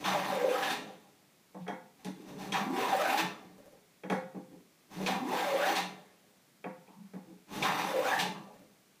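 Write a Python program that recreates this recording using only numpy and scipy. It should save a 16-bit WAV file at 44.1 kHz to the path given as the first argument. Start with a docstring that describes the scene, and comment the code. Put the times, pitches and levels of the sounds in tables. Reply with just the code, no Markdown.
"""A small live workshop: a metal plough plane takes four shavings from the edge of a board held at a workbench.
Each stroke: the sole rubs, the iron bites, filtered random snaps tear; the board's ring dips mid-board, then climbs.
Skips judder; brief tones squawk and swell. Between strokes the plane is carried back, set down with knocks
(short noisy blows into decaying modes) and shuffled into place (rubs, groans).
Echoes, a far-wall slap and a decaying tail form the room; steady shaped noise lies underneath."""
import sys
import numpy as np
from scipy import signal
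from scipy.fft import rfft, irfft
from scipy.io import wavfile
from scipy.ndimage import uniform_filter1d

SR = 44100
rng = np.random.default_rng(int(sys.argv[2]) if len(sys.argv) > 2 else 0)


def bounce(signal):
    """Save signal as a 16-bit WAV file at the path given by the first command-line argument."""
    frames = np.transpose(np.atleast_2d(signal))
    limited = np.clip(frames, -1, 1)
    pcm = np.round(limited * 32767).astype(np.int16)
    wavfile.write(sys.argv[1], SR, pcm)


N = 396900
TAPS = 16384  # impulse response length, samples
HZ = np.fft.rfftfreq(TAPS, 1 / SR)
T = np.arange(N) / SR

# Event levels in all tables are ahead of each source's trim; spectra are relative.
# strokes: sole lands t/s, iron bites t/s, mid-board t/s, sole/dB, push/dB, bite/dB, tearing/dB,
# lift-off/dB, rough skirt of the low ring/dB
STROKES = [(-.15, 0.0406, .47, -37.5, -46, -36.5, -36.5, -46, -10),
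           (2.196, 2.5212, 2.96, -47, -47, -36, -34, -50, -5),
           (4.862, 5.0617, 5.535, -36.5, -49, -28.5, -35, -47.5, -7.5),
           (7.453, 7.624, 7.98, -32.5, -48, -28.5, -35.5, -42.5, -6.5)]
# last fibres break off at the far end: t/s, level/dB
BREAKS = [(0.696, -45), (3.175, -42.5), (5.754, -42), (8.19, -39.5)]
# iron loses its shaving, skips along, digs in again: start/s, end/s, judder level/dB
SKIPS = [(2.55, 2.785, -26.5), (5.085, 5.32, -26.5)]
# spectrum of the sole rubbing on wood: f/Hz, level/dB
SOLE = [(100, -5), (250, 5), (450, 0.5), (650, -9), (900, 4), (1400, -3.5), (2500, -5), (5000, -9.5),
        (9000, -16), (15000, -18)]


def amp(db):
    """Decibels to gain."""
    return np.exp(np.asarray(db) * (np.log(10) / 20))


def evened(x):
    """Scales to rms 1."""
    return x / np.sqrt(np.mean(x ** 2) + 1e-20)


def ramp(x):
    """Clips to 0..1."""
    return np.clip(x, 0, 1)


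def swell(s, half_s):
    """Gaussian hump of height 1 around time s."""
    return np.exp(-((T - s) / half_s) ** 2)


def read(points, hz):
    """Reads a table on a log-frequency axis."""
    f, value = np.transpose(points)
    return np.interp(np.log(hz + 1), np.log(f), value)


def wander(per_s):
    """Smooth low-passed noise of rms 1, cornering near per_s."""
    coarse = T[::10]
    hz = np.fft.rfftfreq(len(coarse), coarse[1])
    spectrum = rfft(rng.standard_normal(len(coarse))) / (1 + (hz / per_s) ** 4)
    return np.interp(T, coarse, evened(irfft(spectrum, len(coarse))))


def crackle(per_s, spread_db):
    """Tiny snaps at random moments, of uneven size and random sign; rms 1."""
    size = amp(spread_db * np.minimum(rng.exponential(1, N), 4)) * rng.choice([-1, 1], N)
    return evened(size * (rng.random(N) < per_s / SR))


def patchy(x, depth_db, size=5):
    """Every few fibres tear with their own colour: short spectral patches rise and fall; rms 1."""
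    z = signal.stft(x, nperseg=512)[2]
    field = uniform_filter1d(rng.standard_normal(z.shape), size=size, axis=0)
    field = evened(uniform_filter1d(field, size=size, axis=1))
    return evened(signal.istft(z * amp(depth_db * field), nperseg=512)[1][:N])


def causal(db):
    """Minimum-phase impulse response of a gain curve."""
    log_gain = np.log(amp(np.concatenate([db, db[-2:0:-1]])))
    return irfft(np.exp(np.conj(signal.hilbert(log_gain)))[:len(db)])


def flattened(response, size):
    """Keeps a response's spread in time but lets all bands pass with near-equal energy."""
    power = uniform_filter1d(abs(rfft(response)) ** 2, size=size)
    return signal.fftconvolve(response, causal(-10 * np.log10(abs(power) + 1e-12)))[:TAPS]


def through_body(force, spectrum):
    """Colours a force and lets it ring the resonances of bench, board and plane."""
    # body resonances: f/Hz, width/Hz (before the width floor), lift/dB
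    resonances = [(133, 30, 6.5), (187, 28, 14.5), (279, 21, 6), (325, 40, 11), (356.5, 32, -12.5),
                  (423.2, 47, 9.5), (512.5, 7.2, 12.5), (607, 95, 8.5), (626, 13, -1), (767.4, 102, 12),
                  (836, 48, 5.5), (983, 27, 7.5), (1134, 89, 4.5), (1534, 30, -6), (1510, 30, 0.5),
                  (1590, 29, 6), (1810, 120, 5), (2085, 55, 5.5), (2450, 210, 3.5), (2756, 50, 3.5),
                  (3040, 40, 0), (3625, 310, 4.5), (4260, 90, 3.5), (6050, 440, 5.5)]
    least = 1 / 42  # smallest width of a resonance / frequency, so none rings long
    lift_db = sum(db / (1 + (2 * (HZ - hz) / max(width, least * hz)) ** 2) for hz, width, db in resonances)
    response = causal(read(spectrum, HZ) + lift_db)
    return signal.oaconvolve(force, response / np.linalg.norm(response))[:N]


def resonate(x, hz, width_hz):
    """Steep-sided double-pole resonance following the curve hz; rms 1."""
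    turn = np.exp(2j * np.pi * np.cumsum(hz * np.ones(N)) / SR)
    r = np.exp(-np.pi * width_hz / SR)
    return evened((turn * signal.lfilter([1], np.poly([r, r]), x / turn)).real)


def steadied(x, size):
    """Evens out a ring's strength by its running level."""
    return x / np.sqrt(abs(uniform_filter1d(x ** 2, size=size)) + 1e-9)


def blows(times, db, contact_s, spread=1.0, size=25):
    """Each blow is a first touch and its own brief chatter, so no two ring quite alike."""
    force = np.zeros(N + TAPS)
    for s, gain in zip(times, amp(db)):
        chatter = rng.standard_normal(TAPS) * np.exp(-T[:TAPS] / contact_s)
        chatter = spread * chatter / np.linalg.norm(chatter)
        chatter[0] += 1
        force[round(s * SR):][:TAPS] += gain * flattened(chatter, size=size)
    return force[:N]


def struck(force, modes):
    """A force sets dying modes ringing; dB is each mode's share of the energy."""
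    t = T[:TAPS]
    ring = np.zeros(TAPS)
    for k, (hz, db, t60) in enumerate(modes):
        ring += amp(db - 60 * t / t60) / np.sqrt(t60) * np.sin(2 * np.pi * hz * t) * (-1) ** k
    # small parts radiate no bass
    ring = signal.sosfilt(signal.butter(2, modes[0][0] / 2, "high", fs=SR, output="sos"), ring)
    return signal.oaconvolve(force, ring / np.linalg.norm(ring))[:N]


def brief_tones(table, jitter, rough_db, per_s, glide):
    """Gaussian tone bursts, uneven in pitch and strength; rows: t/s, half length/s, f/Hz, level/dB."""
    turns = np.cumsum(1 + jitter * wander(per_s)) / SR
    out = np.zeros(N)
    for s, half_s, hz, db in table:
        near = slice(*np.searchsorted(T, [s - 3 * half_s, s + 3 * half_s]))
        age = T[near] - s
        tone = np.sin(2 * np.pi * hz * (turns[near] + glide[near] * age ** 2 / 2))
        out[near] += amp(db) * np.exp(-(age / half_s) ** 2) * tone
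    return np.sqrt(2) * out * evened(amp(rough_db * wander(per_s)))


def nearest(table):
    """At every moment, the columns of the row closest in time, split midway between first columns."""
    rows = np.array(table)
    return rows[np.searchsorted((rows[1:, 0] + rows[:-1, 0]) / 2, T)].T


def stroke(column):
    """At every moment, one column of the latest stroke to land."""
    names = ["lands_s", "bites_s", "middle_s", "sole_db", "push_db", "bite_db", "tearing_db", "lift_db", "skirt_db"]
    rows = np.array(STROKES)
    return rows[np.searchsorted(rows[1:, 0], T), names.index(column)]


def since_bite():
    """Seconds since the iron bit; negative while the sole only slides."""
    return T - stroke("bites_s")


def until_end():
    """Seconds until the cut ends; negative while the plane is carried back."""
    ends_s = np.array(BREAKS)[:, 0] + 0.05  # iron leaves the wood this long after the break
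    return ends_s[np.searchsorted(np.array(STROKES)[1:, 0], T)] - T


def skip_progress():
    """Runs from 0 to 1 through each skip, and beyond outside it."""
    start, end, _ = nearest(SKIPS)
    return (T - start) / (end - start)


def engaged(skip_db, attack_s=0.015, release_s=0.032):
    """Gain that is open while the iron is in the wood and sinks by skip_db in a skip."""
    thin_out, dig_in = 0.37, 0.42  # shares of the skip
    u = skip_progress()
    lost = ramp(np.minimum(u / thin_out, (1 - u) / dig_in))
    return ramp(since_bite() / attack_s) * ramp(until_end() / release_s) * amp(skip_db * lost)


def effort(bite_db, settle_s, ease_db, end_db, end_from_s, end_rise_s,
           ease_s=0.14, slack_db=-6.0, slack_before_s=0.059, slack_s=0.028):
    """A cut bites, settles, runs easiest mid-board, grows louder near the end, slackens before the break."""
    left = until_end()
    start = bite_db * np.exp(-np.maximum(since_bite(), 0) / settle_s)
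    middle = ease_db * swell(stroke("middle_s"), ease_s)
    slack = slack_db * np.exp(-((left - slack_before_s) / slack_s) ** 2)
    end = end_db * ramp((end_from_s - left) / end_rise_s)
    return amp(stroke("tearing_db") + start + middle + slack + end)


def cutting(clump_db=3.0, grain_db=0.7):
    """The iron snaps fibres in clumps; the shaving fizzes out and the board rings under the moving plane."""
    # spectra of torn fibres and of the fizzing shaving: f/Hz, level/dB
    tear_spectrum = [(100, -65.5), (220, -2.5), (320, 1), (600, -3.5), (1000, 2), (1400, 3.5), (2300, 0),
                     (3500, -7.5), (5000, -13), (6500, -20), (9000, -28), (15000, -37)]
    fizz_spectrum = [(60, -30), (400, -30), (1500, -5), (4000, 2), (7000, -1), (9000, -2.5), (12000, -3),
                     (14000, -3), (15200, -1)]
    clumps = amp(clump_db * wander(per_s=320) + grain_db * wander(per_s=13.0))
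    snaps = patchy(crackle(per_s=5500, spread_db=2.5) * clumps, depth_db=2.0)
    fine_snaps = patchy(crackle(per_s=12000, spread_db=2.5) * clumps, depth_db=3.5)
    tearing = engaged(skip_db=-18.5) * effort(
        bite_db=5.5, settle_s=0.059, ease_db=-3.5, end_db=4.0, end_from_s=0.28, end_rise_s=0.068)
    fizzing = engaged(skip_db=-11.5) * effort(
        bite_db=-0.5, settle_s=0.23, ease_db=-1.5, end_db=7.0, end_from_s=0.29, end_rise_s=0.25)
    tear = amp(0.85) * through_body(snaps * tearing, tear_spectrum)
    fizz = amp(-11.0) * through_body(fine_snaps * fizzing, fizz_spectrum)
    shaking = through_body(snaps, tear_spectrum)
    rings = upper_ring(shaking) + low_ring(shaking) + far_end(shaking)
    return tear + fizz + rings + squawks_and_swells() + breaking()


def upper_ring(shaking, start_hz=1010, end_hz=810, sink_s=0.47):
    """The board's upper ring sinks in pitch as the plane moves in from the near end."""
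    hz = start_hz + (end_hz - start_hz) * ramp(since_bite() / sink_s)
    ring = steadied(resonate(shaking, hz, width_hz=444), size=1500)
    return amp(-40.5 - 2.3 * swell(stroke("middle_s"), 0.046)) * engaged(skip_db=-4.5) * ring


def low_ring(shaking):
    """The plane loads the board most at its middle, so the ring dips there: singing core, rough skirt."""
    # one curve a stroke: t/s, f/Hz, level/dB
    curves = [
        [(.295, 590, -42), (.334, 546, -24), (.358, 519, -26.5), (.38, 500.3, -23), (.41, 513.5, -29.5),
         (.447, 525.3, -25), (.485, 495, -19.5), (.527, 496, -22.5), (.548, 473, -49), (.59, 503, -47),
         (.64, 603, -50)],
        [(2.905, 582.5, -42), (2.945, 532, -24.5), (2.98, 544, -37), (3.025, 628, -34), (3.06, 669, -32.5),
         (3.11, 780, -47)],
        [(5.44, 595, -33), (5.49, 545, -27.5), (5.545, 525.2, -20.5), (5.575, 554.3, -28), (5.63, 576.5, -29),
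         (5.66, 696, -45), (5.71, 764, -40)],
        [(7.85, 574.7, -40), (7.925, 526, -28.5), (7.965, 515.3, -21), (8.01, 520, -24), (8.035, 600, -47),
         (8.075, 737, -49), (8.13, 815, -39)],
    ]
    s, hz, db = np.concatenate(curves).T
    hz = np.interp(T, s, hz)
    fade_s = 0.025
    sounding = sum(ramp((T - c[0][0]) / fade_s) * ramp((c[-1][0] - T) / fade_s) for c in curves)
    core = evened(np.sin(2 * np.pi * np.cumsum(hz * (1 + 0.04 * wander(per_s=105))) / SR))
    skirt = steadied(resonate(shaking, hz, width_hz=277), size=1100)
    share = amp(stroke("skirt_db"))
    ring = (core + share * skirt) / np.sqrt(1 + share ** 2) * amp(3.7 * wander(per_s=36))
    return amp(np.interp(T, s, db) - 2.0) * sounding * ring


def far_end(shaking, ragged_db=-4.0):
    """The short length left ahead of the iron rings, unevenly in pitch and level, until the cut ends."""
    # ring ahead of the iron: time before the cut ends t/s, f/Hz, level/dB
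    curve = [(0, 1740, -56), (.04, 1720, -46), (.105, 1700, -55), (.16, 1550, -68), (.194, 1250, -52),
             (0.228, 1140, -36.5)]
    left_s = until_end()
    before_s, hz, db = np.transpose(curve)
    gain = amp(np.interp(left_s, before_s, db, left=-120, right=-120))
    hz = np.interp(left_s, before_s, hz) * (1 + 0.04 * wander(per_s=15))
    ring = steadied(resonate(shaking, hz, width_hz=240), size=900)
    return gain * amp(ragged_db * wander(per_s=34)) * ring


def squawks_and_swells(glide_per_s=0.86):
    """Squawks of the catching iron and swells of the board's ring: falling before mid-board, then rising."""
    # brief tones: t/s, half length/s, f/Hz, level/dB
    tones = [(.075, 0.013, 790, -31), (.145, 0.017, 840, -32.5), (.162, 0.024, 602, -34.5),
             (.558, 0.0081, 1250, -31.5), (.63, 0.014, 1690, -36.5), (.68, 0.051, 1720, -43),
             (.73, 0.018, 809, -45), (2.548, 0.014, 780, -26.5), (2.6, 0.017, 785, -32.5),
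             (2.87, 0.048, 962, -35), (2.928, 0.018, 796.5, -24.5), (3.062, 0.023, 1555, -34),
             (3.14, 0.0091, 825, -29), (3.185, 0.025, 1700, -37.5), (3.203, 0.0094, 840, -31),
             (5.1, 0.026, 785, -32), (5.325, 0.01, 878, -32), (5.425, .02, 754, -33),
             (5.632, 0.029, 1534, -33), (5.665, 0.02, 760, -31), (5.77, 0.0097, 1713, -44),
             (7.675, 0.027, 1025, -34.5), (7.775, .025, 882, -41), (8.06, 0.019, 1445, -34.5),
             (8.125, 0.019, 1665, -29.5), (8.132, 0.017, 853, -29.5), (8.235, 0.02, 860, -33)]
    glide = glide_per_s * np.sign(T - stroke("middle_s"))
    return amp(1.5) * brief_tones(tones, jitter=0.055, rough_db=2.5, per_s=225, glide=glide)


def breaking(length_s=0.034, entry_s=0.013, entry_db=-11.5):
    """First fibres crack as the iron enters; the last ones splinter in a short, crisp burst."""
    # splintering spectrum: f/Hz, level/dB
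    splinter = [(500, -56), (1500, -5.5), (2600, 4.5), (4000, 2.5), (5500, -5), (8000, -9.5), (15000, -22)]
    s, db = nearest(BREAKS)
    age, since = T - s, since_bite()
    end = amp(db) * (age >= 0) * np.exp(-abs(age) / length_s)
    entry = amp(stroke("bite_db") + entry_db) * (since >= 0) * np.exp(-abs(since) / entry_s)
    gain = amp(12.5) * end + amp(10.5) * entry
    return through_body(crackle(per_s=4000, spread_db=-1.0) * gain, splinter)


def rasping(attack_s=0.0027, clump_db=3.5):
    """Coarse grain or a graze snaps in quick bunches: throaty rasp from the wood, bright from the shaving."""
    # rasps: start t/s, length/s, throaty level/dB, bright level/dB
    rasps = [(0.039, 0.057, -30.5, -32), (0.09, 0.055, -59, -39.5), (0.621, 0.07, -49, -35.5),
             (0.875, 0.07, -66, -61), (1.598, 0.05, -71, -66), (2.515, 0.12, -53, -44),
             (2.798, 0.17, -41, -43), (4.505, 0.027, -68, -82), (5.059, 0.11, -41.5, -42),
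             (5.331, 0.14, -48, -43), (5.61, 0.086, -44, -41), (6.87, 0.09, -71, -78),
             (7.05, 0.031, -70, -80), (7.625, 0.064, -32, -36), (7.785, 0.11, -45, -43.5)]
    # throaty and bright spectra: f/Hz, level/dB
    throaty = [(300, -47), (900, -2), (1300, 5), (1900, 0), (2600, -11.5), (5000, -31), (15000, -48)]
    bright = [(500, -35), (1600, -3), (2400, 7), (3700, 3.5), (5000, -4.5), (6500, -9), (9000, -15),
              (15000, -15)]
    low, high = np.zeros((2, N))
    for s, length_s, low_db, high_db in rasps:
        near = slice(*np.searchsorted(T, [s, s + 2 * length_s]))
        age = T[near] - s
        shape = ramp(age / attack_s) * np.exp(-(age / length_s) ** 4)
        low[near] += amp(low_db) * shape
        high[near] += amp(high_db) * shape
    snaps = evened(crackle(per_s=3200, spread_db=5.5) * amp(clump_db * wander(per_s=780)))
    return amp(0.5) * through_body(snaps * low, throaty) + amp(-0.5) * through_body(snaps * high, bright)


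def judder(jitter=0.22, width_hz=190, db=-6.0, slow_hz=205, fast_hz=440, loudest=0.65, spread=0.55):
    """The iron sticks and slips unevenly, faster as the plane gathers speed."""
    u = skip_progress()
    rate_hz = slow_hz + (fast_hz - slow_hz) * ramp(u) ** 3
    turns = np.floor(np.cumsum(rate_hz * (1 + jitter * wander(per_s=156))) / SR)
    slips = np.diff(turns, prepend=0) * amp(6.6 * wander(per_s=113))
    slips = signal.sosfilt(signal.butter(4, 170, "high", fs=SR, output="sos"), slips)
    envelope = np.exp(-((u - loudest) / spread) ** 2)  # in shares of the skip
    return amp(db + nearest(SKIPS)[2]) * resonate(slips, rate_hz, width_hz) * envelope


def sliding(lean_s=0.11, relax_db_per_s=38, steady_db=-59, lift_s=0.075, calm_db_per_s=95,
            trail_db=-45, trail_db_per_s=65):
    """The sole rubs until the bite; the push shakes the bench, relaxes, shakes it again at run-off."""
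    # spectra of the brushing shaving and the shaken bench: f/Hz, level/dB
    trail_spectrum = [(100, -32), (200, -14), (450, 4.5), (900, 0), (1700, -2), (2500, -8), (4000, -8),
                      (9000, -21), (15000, -23)]
    rumble_spectrum = [(25, -50), (60, -37), (95, -30), (130, -9), (185, 4), (260, -3.5), (400, -5.5),
                       (700, -18.5), (1500, -53), (4000, -64)]
    since, left = since_bite(), until_end()
    lean = ramp((T - stroke("lands_s")) / lean_s) ** 2
    rubbing = lean * (since < 0) * amp(stroke("sole_db"))
    push = amp(stroke("push_db") - relax_db_per_s * np.maximum(since, 0))
    pushing = lean * (left > 0) * (push + amp(steady_db))  # steady_db is ahead of the shake trim
    lifting = ramp(1 - left / lift_s) * amp(stroke("lift_db") - calm_db_per_s * np.maximum(-left, 0))
    trailing = (left < 0) * amp(trail_db - trail_db_per_s * abs(left))  # loose shaving brushes off the board
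    rub = through_body(crackle(per_s=6600, spread_db=5) * rubbing * amp(3.2 * wander(per_s=10)), SOLE)
    brush = through_body(patchy(crackle(per_s=3400, spread_db=3.0), depth_db=5.0) * trailing, trail_spectrum)
    shake = steadied(through_body(crackle(per_s=900, spread_db=0.5), rumble_spectrum), size=1300)
    shake = shake * (pushing + lifting) * amp(3.0 * wander(per_s=13.5))
    return amp(-3.5) * rub + brush + amp(4.5) * shake


def contacts():
    """All knocks and bites: their times, then the dB of thud, wood, clink, clack, tick, rod and board."""
    # plane lifted or set down, or the iron biting: t/s, then levels thud/dB, wood/dB, clink/dB, clack/dB,
    # tick/dB, rod/dB, board's low ring/dB
    touches = [(1.5459, -45.5, -42.5, -58, -75, -63, -90, -42),
               (1.666, -66, -41.5, -42.5, -74, -79, -90, -60),
               (1.6798, -39.5, -32.5, -35.5, -46, -50.5, -46, -45),
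               (1.701, -49, -38.5, -51, -59, -65, -62, -59),
               (2.047, -36.5, -40.5, -49, -51, -40.5, -72, -50),
               (2.066, -42, -51, -48.5, -60, -66, -85, -68),
               (4.0353, -41.5, -41.5, -43, -48, -63, -58, -38),
               (4.0995, -30, -27, -30.5, -36.5, -41, -43, -38),
               (4.122, -47, -33.5, -32.5, -43, -46.5, -59, -27.5),
               (4.3468, -38, -45, -71, -72, -85, -90, -62), (4.363, -49, -61, -62, -65, -75, -92, -65),
               (6.6415, -39, -35.5, -40.5, -41.5, -76, -72, -42),
               (6.876, -55.5, -54, -70, -59, -82, -90, -70), (7.136, -41, -51, -52, -65, -62, -83, -73),
               (7.152, -48, -50, -62, -72, -72, -90, -64), (2.522, -50, -46, -50, -58, -40, -31.5, -60),
               (7.627, -46, -53, -48, -28.5, -48, -59, -58)]
    # the bite as a knock, same seven levels/dB, relative to the stroke's bite level
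    bite_knock = (-30, -12, -35, -0.5, -30, -23, -8)
    bites = [(s, *(bite_db + np.array(bite_knock))) for _, s, _, _, _, bite_db, *_ in STROKES]
    return np.transpose(touches + bites)


def knocks():
    """Metal meets wood: contact tick, plane clink, board knock, bench thud; faint rattles when carried."""
    # rattles as the plane is carried back: t/s, level/dB
    rattles = [(3.582, -60.5), (3.659, -60), (3.726, -65), (8.541, -63.5), (8.595, -65)]
    # modes of plane, wood and whole board: f/Hz, level/dB, t60/s
    clink_modes = [(1257, 0.5, 0.04), (1386, 3, 0.02), (1463, 3.5, 0.038), (1681, 6, 0.03),
                   (1736, 1.5, 0.031), (1826, 1.5, 0.039), (1965, 2.5, 0.028), (2170, 2.5, 0.025),
                   (2220, 2, 0.037)]
    wood_modes = [(580, -13, 0.046), (724, 1, 0.078), (806, 6, 0.059), (852, 6, 0.024), (970, -3, 0.04),
                  (1048, -1.5, 0.026), (1118, -0.5, 0.025)]
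    board_modes = [(515, 1.5, 0.069), (540, -11.5, 0.043)]
    # spectra of blow, thud, tick and rattle: f/Hz, level/dB
    blow_spectrum = [(60, -40), (150, -40), (400, 6), (800, -11), (1200, -24), (2200, -20), (3000, -19),
                     (5000, -43), (9000, -56)]
    thud_spectrum = [(30, -66), (90, -28), (140, 0), (190, 8.5), (300, 5), (500, -2), (800, -20.5),
                     (1500, -19.5), (4000, -39)]
    tick_spectrum = [(1500, 0), (3500, 8.5), (6000, 3), (7800, -0.5), (9700, 2), (15000, -10)]
    rattle_spectrum = [(150, -10), (400, -13), (570, 2), (760, -29), (1100, -15.5), (4000, -29)]
    s, thud_db, wood_db, clink_db, _, tick_db, _, board_db = contacts()
    hard = blows(s, clink_db, contact_s=0.00057, spread=0.12, size=150)
    clink = amp(21.0) * through_body(hard, blow_spectrum) + amp(22.0) * struck(hard, clink_modes)
    wood = amp(24.5) * struck(blows(s, wood_db, contact_s=0.014, spread=0.83, size=100), wood_modes)
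    board = amp(26.5) * struck(blows(s, board_db, contact_s=0.0075, spread=0.88, size=60), board_modes)
    thud = amp(31.0) * through_body(blows(s, thud_db, contact_s=0.012, spread=3.4), thud_spectrum)
    tick = amp(23.5) * through_body(blows(s, tick_db, contact_s=0.0068, spread=11.0), tick_spectrum)
    s, rattle_db = np.transpose(rattles)
    rattle = amp(37.5) * through_body(blows(s, rattle_db, contact_s=0.0015, spread=0.63), rattle_spectrum)
    return clink + wood + board + thud + tick + rattle


def clacks():
    """The plane's fittings clack, short and dry, at each contact; its steel fence rods may ring on."""
    # modes of fittings and rods: f/Hz, level/dB, t60/s
    clack_modes = [(2300, 14.5, 0.033), (2500, 14, 0.022), (2650, 11, 0.02), (2830, -3.5, 0.018),
                   (3170, 4, 0.027), (3540, -10, 0.066)]
    rod_modes = [(3260, -2, 0.067), (5600, -16, 0.1), (6185, -15, 0.096)]
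    s, *_, clack_db, _, rod_db, _ = contacts()
    clack = amp(21.5) * struck(blows(s, clack_db, contact_s=0.001, spread=0.285), clack_modes)
    rod = amp(23.5) * struck(blows(s, rod_db, contact_s=0.001, spread=0.1), rod_modes)
    return clack + rod


def nudging():
    """A small shift of the plane in the hands or on the board rubs the wood and draws a faint groan."""
    # nudges: t/s, half length/s, f/Hz, groan level/dB, rub level/dB
    nudges = [(2.008, 0.05, 188, -68, -45), (2.215, 0.075, 328.7, -49, -41), (2.345, 0.024, 152, -63, -59),
              (3.465, 0.13, 182, -51, -74), (3.75, 0.041, 506, -57, -74), (4.535, 0.031, 263, -46.5, -55),
              (5.02, 0.019, 442, -29, -54), (6.92, 0.054, 955, -58, -69), (7.295, 0.035, 248.3, -45.5, -64),
              (7.532, 0.024, 248, -42, -44), (8.36, 0.014, 1170, -41.5, -63),
              (8.631, 0.052, 197, -56.5, -70)]
    s, half_s, hz, groan_db, rub_db = nearest(nudges)
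    rub = through_body(crackle(per_s=750, spread_db=3.5), SOLE)
    groan = steadied(resonate(rub, hz, width_hz=370), size=1300)
    return swell(s, half_s) * (amp(groan_db - 3.5) * groan + amp(rub_db - 17.0) * rub)


def leaning():
    """Weight on the plane makes the bench hum briefly at its lowest resonance."""
    # leans: t/s, half length/s, f/Hz, level/dB
    leans = [(1.618, 0.03, 183.3, -53), (3.235, 0.027, 184, -51), (4.575, 0.025, 180.7, -69),
             (4.972, 0.026, 183.8, -43), (6.985, 0.02, 185.5, -52)]
    return amp(9.0) * brief_tones(leans, jitter=0.0563, rough_db=-0.5, per_s=68.6, glide=np.zeros(N))


def workshop(x, tail_db=6.0, build_s=0.0017, echo_db=0.0, wall_db=-4.0):
    """Direct sound, near echoes, a dull scattered far-wall slap, a tail dying mostly faster in the treble."""
    # decay: f/Hz, t60/s
    room_t60 = [(150, 0.55), (500, 0.38), (1500, 0.43), (3500, 0.35), (7000, 0.3), (14000, 0.25)]
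    # early reflections: delay t/s, gain (before echo_db)
    echoes = [(.0031, 1), (.0074, -1.6), (0.0124, 0.17), (0.021, -0.42), (0.0232, 0.13), (.0275, 0.045)]
    wall_s, wall_spread_s, wall_hz = 0.022, 0.0025, 1550  # slap is dull above wall_hz
    hz, when, z = signal.stft(rng.standard_normal(TAPS), SR, nperseg=256)
    slap = amp(wall_db) * np.exp(-((when - wall_s) / wall_spread_s) ** 2) / (1 + (hz[:, None] / wall_hz) ** 2)
    decay = amp(-60 * when / read(room_t60, hz)[:, None])
    tail = signal.istft(z * (slap + decay), SR, nperseg=256)[1][:TAPS]
    tail = tail * (1 - np.exp(-T[:TAPS] / build_s))
    response = amp(tail_db) * tail / np.linalg.norm(tail)
    response[0] += 1
    for delay_s, gain in echoes:
        response[round(delay_s * SR)] += amp(echo_db) * gain
    return signal.oaconvolve(x, flattened(response, size=11))[:N]


def travelling(x, travel_s=0.88):
    """The room answers differently as the plane moves from near to far end: two responses crossfade."""
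    along = ramp(since_bite() / travel_s)
    return workshop(x * (1 - along)) + workshop(x * along)


def quiet():
    """Steady room tone and microphone hiss: shaped Gaussian noise."""
    # background spectrum: f/Hz, level/dB
    tone_spectrum = [(15, -18), (25, -16), (64, -10), (181, 9.5), (856, -2.5), (1310, -3.5), (1670, -4.5),
                     (2300, -3), (2700, -5.5), (2930, -6.5), (3350, -6), (7680, -9), (8320, -10),
                     (15000, -12)]
    colour = amp(read(tone_spectrum, np.fft.rfftfreq(N, 1 / SR)))
    return amp(-65.5) * evened(irfft(rfft(rng.standard_normal(N)) * colour, N))


def scene():
    """All the work at the bench, heard through the room; knocks and clacks have their own room settings."""
    strokes = travelling(cutting() + rasping() + judder() + sliding() + nudging() + leaning())
    knocks_heard = workshop(knocks(), tail_db=5.5, build_s=0.0011, echo_db=-8.0, wall_db=7.0)
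    clacks_heard = workshop(clacks(), tail_db=-6.5, build_s=0.0025, echo_db=-5.0)
    return (strokes + knocks_heard + clacks_heard + quiet())[None]


def record(dry):
    """Band limit: linear-phase low-pass."""
    edge_hz = 15400
    low_pass = signal.firwin(801, edge_hz, window=("kaiser", 9), fs=SR)
    return signal.oaconvolve(dry, low_pass[None], "same")


dry = scene()
out = record(dry)
bounce(out)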